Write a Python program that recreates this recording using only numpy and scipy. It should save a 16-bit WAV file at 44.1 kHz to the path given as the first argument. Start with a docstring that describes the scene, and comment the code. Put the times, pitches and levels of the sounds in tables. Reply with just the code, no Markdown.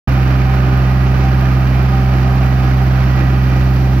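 """A concrete mixer truck runs at a steady raised idle beside a pump, a few metres away in a garden.
From the onset its six-cylinder diesel booms through the exhaust, injectors and gears clatter alike on
every turn of the shaft, the drum's hydraulic drive whines, and combustion, fan and sliding concrete rush.
A surging metallic growl is strongest at 2.3 s, and the hydraulic pump's thin whistle at 3.3 s.
Near the end a pillar shades the upper middle of the machinery's sound."""
import sys
import numpy as np
from scipy import signal
from scipy.fft import rfft, irfft
from scipy.io import wavfile
from scipy.ndimage import uniform_filter1d, map_coordinates

SR = 44100
rng = np.random.default_rng(int(sys.argv[2]) if len(sys.argv) > 2 else 0)


def dump(signal):
    """Clip the signal to [-1, 1] and save it as 16-bit WAV at the path in sys.argv[1]."""
    limited = np.clip(np.atleast_2d(signal).T, -1, 1)
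    pcm = np.round(limited * 32767).astype(np.int16)
    wavfile.write(sys.argv[1], SR, pcm)


N = 176400

SHAFT_HZ, FIRINGS_PER_TURN = 21.5, 3
SHADE_HZ, TREBLE_HZ = 900, 3450  # edges of the upper middle band
TONE_WAVER_DB, TONE_WOBBLE_RAD = 2.5, 0.34  # random spread of the whine and the whistle
# Slow swell of the growl and the low whine: time_s, gain_db
GROWL_SWELL = [(0.1, -1.1), (.8, 0), (1.1, -0.5), (1.4, 0.3), (1.62, -0.5), (2.3, 3.5), (2.7, 1.3),
               (3.1, -.5), (3.5, -3), (4.0, -1.5)]


def exhaust(turns, pipe_hz=(160, 245)):
    """Periodic firings radiate shaft harmonics, whose polarity reverses past each pipe resonance."""
    # Line spectrum of the exhaust: shaft_order, level_db
    harmonics = [(3, -15), (4, -39), (5, -52), (6, -13.5), (7, -45.5), (8, -33), (9, -25), (10, -39),
                 (11, -40), (12, -33)]
    boom = 0
    for order, level_db in harmonics:
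        polarity = -np.prod(np.sign(order * SHAFT_HZ - np.array(pipe_hz)))
        amplitude = undb(level_db - 0.01 * walk(11.8))
        boom = boom + polarity * amplitude * np.cos(2 * np.pi * order * turns)
    return np.sqrt(2) * boom * pan(-2.5)


def rush(turns):
    """Combustion, fan and sliding concrete make broadband noise that throbs with the engine and flickers."""
    # Noise spectrum: frequency_hz, density_db_per_hz
    spectrum = [(25, -60), (45, -63.5), (70, -47.5), (110, -53), (160, -49.5), (225, -55), (275, -48.5),
                (330, -48.5), (390, -56.5), (440, -61.5), (520, -58), (620, -59.5), (740, -62.5),
                (900, -60), (1250, -67), (1650, -63), (2050, -69.5), (2450, -65.5), (2900, -71.5),
                (3400, -76.5), (4000, -78), (4800, -79), (5800, -80.5), (6700, -85), (7600, -97.5),
                (15500, -115)]
    noise = rng.standard_normal((2, N)) * throb(turns)
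    flicker = undb(0.67 * walk(23))
    return colour(noise * flicker, spectrum)


def clatter(turns, samples_per_turn=2048, ticks_per_turn=8, tick_db=6, tick_decay_s=.0012):
    """Injector and gear impacts recur on every turn: a periodic rattle with sharp, decaying accents."""
    # Spectral envelope of the impacts: frequency_hz, density_db_per_hz
    spectrum = [(200, -76.5), (280, -60), (450, -69), (740, -64.5), (900, -68), (1250, -64), (1650, -71),
                (2050, -69.5), (2400, -75.5), (2900, -74), (3400, -78.5), (4800, -79.5), (5800, -85),
                (7600, -108), (12200, -101), (15500, -112)]
    one_turn = irfft(np.exp(2j * np.pi * rng.random((2, samples_per_turn // 2 + 1))))
    position = turns % 1 * samples_per_turn
    rattle = np.array([map_coordinates(row, [position], mode="grid-wrap") for row in one_turn])
    since_tick_s = turns * ticks_per_turn % 1 / (ticks_per_turn * SHAFT_HZ)
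    accents = undb(tick_db * np.exp(-since_tick_s / tick_decay_s))
    return colour(rattle * throb(turns, turn_db=0) * accents, spectrum)


def whine(turns, swing_rad_per_db=0.23):
    """Gears and hydraulic pistons sound shaft harmonics; the churning modulates their level and phase."""
    # Tones of the drive: shaft_order (rounded below), level_db, left_minus_right_db, surge_depth_db
    partials = [(18, -36.5, -0.5, 2), (21, -46.5, 1, -1.5), (27, -47.5, 3, 0.5), (32, -44, 3, 3.5),
                (36, -38, -2, 3), (37, -46.5, -5, 3.5), (46, -47.5, 3, 0.5), (56, -47, 11, 0.5),
                (57, -45, -16, 1), (58, -49, -12, 4), (68.06, -46, 1, 2), (76.16, -48.5, -5, -1),
                (111, -50, -8, 2), (136.7, -54.5, 3, 0), (144, -61, 13, 2)]
    swell, bend = np.cos(surge_angle()), swing_rad_per_db * np.sin(surge_angle())
    low_swell_db = over_time(GROWL_SWELL)
    start_cycles = rng.random(20)  # shared within each ten orders; neighbours beat once a turn
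    tones = 0
    for order, level_db, pan_db, surge_db in partials:
        order = round(order)
        cycles = order * turns + start_cycles[order // 10]
        phase = 2 * np.pi * cycles + TONE_WOBBLE_RAD * walk(14) + surge_db * bend
        tone_db = level_db + surge_db * swell + TONE_WAVER_DB * walk(9)
        if order * SHAFT_HZ < SHADE_HZ:
            tone_db += low_swell_db
        tones = tones + pan(pan_db) * undb(tone_db) * np.sin(phase)
    return np.sqrt(2) * tones


def growl(surge_db=0.5):
    """Noise excites a metallic resonance of the machinery, swelling and sinking with the churning."""
    # Resonance curve: frequency_hz, density_db_per_hz
    resonance = [(450, -88.5), (600, -67), (690, -57.5), (770, -56), (830, -59.5), (950, -70),
                 (1250, -63.5), (1600, -77), (2500, -100)]
    excitation = rng.standard_normal((2, N)) * undb(surge_db * np.cos(surge_angle()))
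    return colour(excitation, resonance) * undb(over_time(GROWL_SWELL))


def whistle(turns, order=90):
    """The hydraulic pump radiates one high shaft harmonic that comes and goes."""
    # Envelope of the tone: time_s, level_db
    envelope = [(0.1, -51), (1.0, -45.5), (2.0, -48), (2.9, -46), (3.3, -40), (3.8, -44), (4.0, -49)]
    level_db = over_time(envelope) + TONE_WAVER_DB * walk(9)
    phase = 2 * np.pi * order * turns + TONE_WOBBLE_RAD * walk(17)
    return np.sqrt(2) * pan(-12) * undb(level_db) * np.sin(phase)


def hiss(turns):
    """Fast random amplitude modulation gives a fine grain to faint noise in the top octave."""
    # Noise spectrum: frequency_hz, density_db_per_hz
    spectrum = [(5000, -120), (7600, -100), (9000, -96), (10800, -93.5), (12000, -85.5), (13500, -87),
                (15500, -88.5)]
    noise = rng.standard_normal((2, N)) * throb(turns)
    grain = undb(0.6 * walk(600))
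    return colour(noise * grain, spectrum)


def throb(turns, turn_db=0.5, firing_db=1.0, scatter_db=1.76):
    """Amplitude modulation once a turn and once a firing; no two firings are equally strong."""
    firings = turns * FIRINGS_PER_TURN
    deviation = rng.standard_normal(N // 100)[np.floor(firings).astype(int)]
    swell = (1 - np.cos(2 * np.pi * firings)) / 2
    return undb(turn_db * np.cos(2 * np.pi * turns) + swell * (firing_db + scatter_db * deviation))


def surge_angle(period_s=.1752, peak_s=2.128):
    """Phase in radians of the machinery's periodic churning; its cosine crests with each surge."""
    return 2 * np.pi * (np.arange(N) / SR - peak_s) / period_s


def shade(sound):
    """Three bands drift in level; near the end a pillar's acoustic shadow dims the upper middle."""
    # Band gains: time_s, lower_db, upper_middle_db, treble_db
    band_gains = [(0.101, .4, 2, 0.5), (.7, -0.6, 0.9, -0.9), (1.2, 0, 1, 0), (2.0, -1.4, 0.4, -0.2),
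                  (2.6, -1.4, 0.05, 0.1), (3.15, -0.1, 0.8, 0), (3.4, -0.6, -0.2, .1), (3.7, -.5, -1, 0.7),
                  (4.0, -.3, -3.5, .1)]
    lower_gain, middle_gain, treble_gain = (undb(over_time(band_gains, band)) for band in (1, 2, 3))
    lower, under_treble = below(sound, SHADE_HZ), below(sound, TREBLE_HZ)
    upper_middle, treble = under_treble - lower, sound - under_treble
    return lower * lower_gain + upper_middle * middle_gain + treble * treble_gain


def colour(white_pair, spectrum):
    """Filtering gives two independent white signals a spectrum, an interaural level and a correlation."""
    # Sound field at the ears: frequency_hz, left_minus_right_db, correlation
    interaural = [(60, 6, 0.76), (300, -.5, 1), (450, 2.5, 0.37), (600, -8.5, .8), (810, 0.5, 0.44),
                  (1290, -11, 0.14), (2380, -8, 0.5), (3400, 0, 1), (4700, -6.5, -.25), (7000, -1, 0.4),
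                  (9000, -7, 0.2), (14000, -6.5, 0.05)]
    hz = np.arange(N // 2 + 1) * SR / N
    common, opposed = rfft(white_pair / white_pair.std())
    correlation = over_frequency(interaural, hz, column=2)
    mid, side = np.sqrt((1 + correlation) / 2) * common, np.sqrt((1 - correlation) / 2) * opposed
    ears = np.array([mid + side, mid - side]) * pan(over_frequency(interaural, hz))
    return irfft(ears * undb(over_frequency(spectrum, hz)) * np.sqrt(SR / 2), N)


def pan(left_minus_right_db):
    """Left and right gains for an interaural level difference."""
    return undb(np.array([[1], [-1]]) * left_minus_right_db / 2)


def below(sound, cutoff_hz):
    """Zero-phase low-pass filter."""
    return signal.sosfiltfilt(signal.butter(2, cutoff_hz, fs=SR, output="sos"), sound)


def walk(rate_hz):
    """Random modulation: steps held for 1 / rate_hz seconds and smoothed twice, with a spread near 1."""
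    hold = int(SR / rate_hz)
    steps = np.repeat(rng.standard_normal(N // hold + 1), hold)
    return 1.3 * uniform_filter1d(uniform_filter1d(steps, hold), hold)[:N]


def over_time(table, column=1):
    """A table column interpolated linearly at every sample."""
    rows = np.array(table, float)
    return np.interp(np.arange(N) / SR, rows[:, 0], rows[:, column])


def over_frequency(table, hz, column=1):
    """A table column interpolated on a logarithmic frequency axis."""
    rows = np.array(table, float)
    return np.interp(np.log(np.maximum(hz, 1)), np.log(rows[:, 0]), rows[:, column])


def undb(db):
    """Decibels to amplitude ratio."""
    return 10 ** (np.asarray(db) / 20)


def scene(start_s=.074, rise_s=.0015, first_firing_s=.0845, left_lag_s=.00007):
    """One shaft synchronises the engine's sounds; they come from the right and reach the left ear later."""
    t = np.arange(N) / SR
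    shaft_hz = SHAFT_HZ * (1 + .0002 * walk(2.076) + .0007 * walk(24.89))  # slow drift, quick flutter
    turns = np.cumsum(shaft_hz) / SR - SHAFT_HZ * first_firing_s
    machinery = clatter(turns) + rush(turns) + hiss(turns) + whine(turns) + growl()
    left, right = exhaust(turns) + whistle(turns) + shade(machinery)
    left = map_coordinates(left, [(t - left_lag_s) * SR], mode="mirror")
    onset = np.clip((t - start_s) / rise_s, 0, 1)
    return np.array([left, right]) * onset


def record(dry, cutoff_hz=15750):
    """A steep elliptic low-pass filter removes the highest treble."""
    return signal.sosfilt(signal.ellip(10, .2, 80, cutoff_hz, fs=SR, output="sos"), dry)


dry = scene()
out = record(dry)
dump(out)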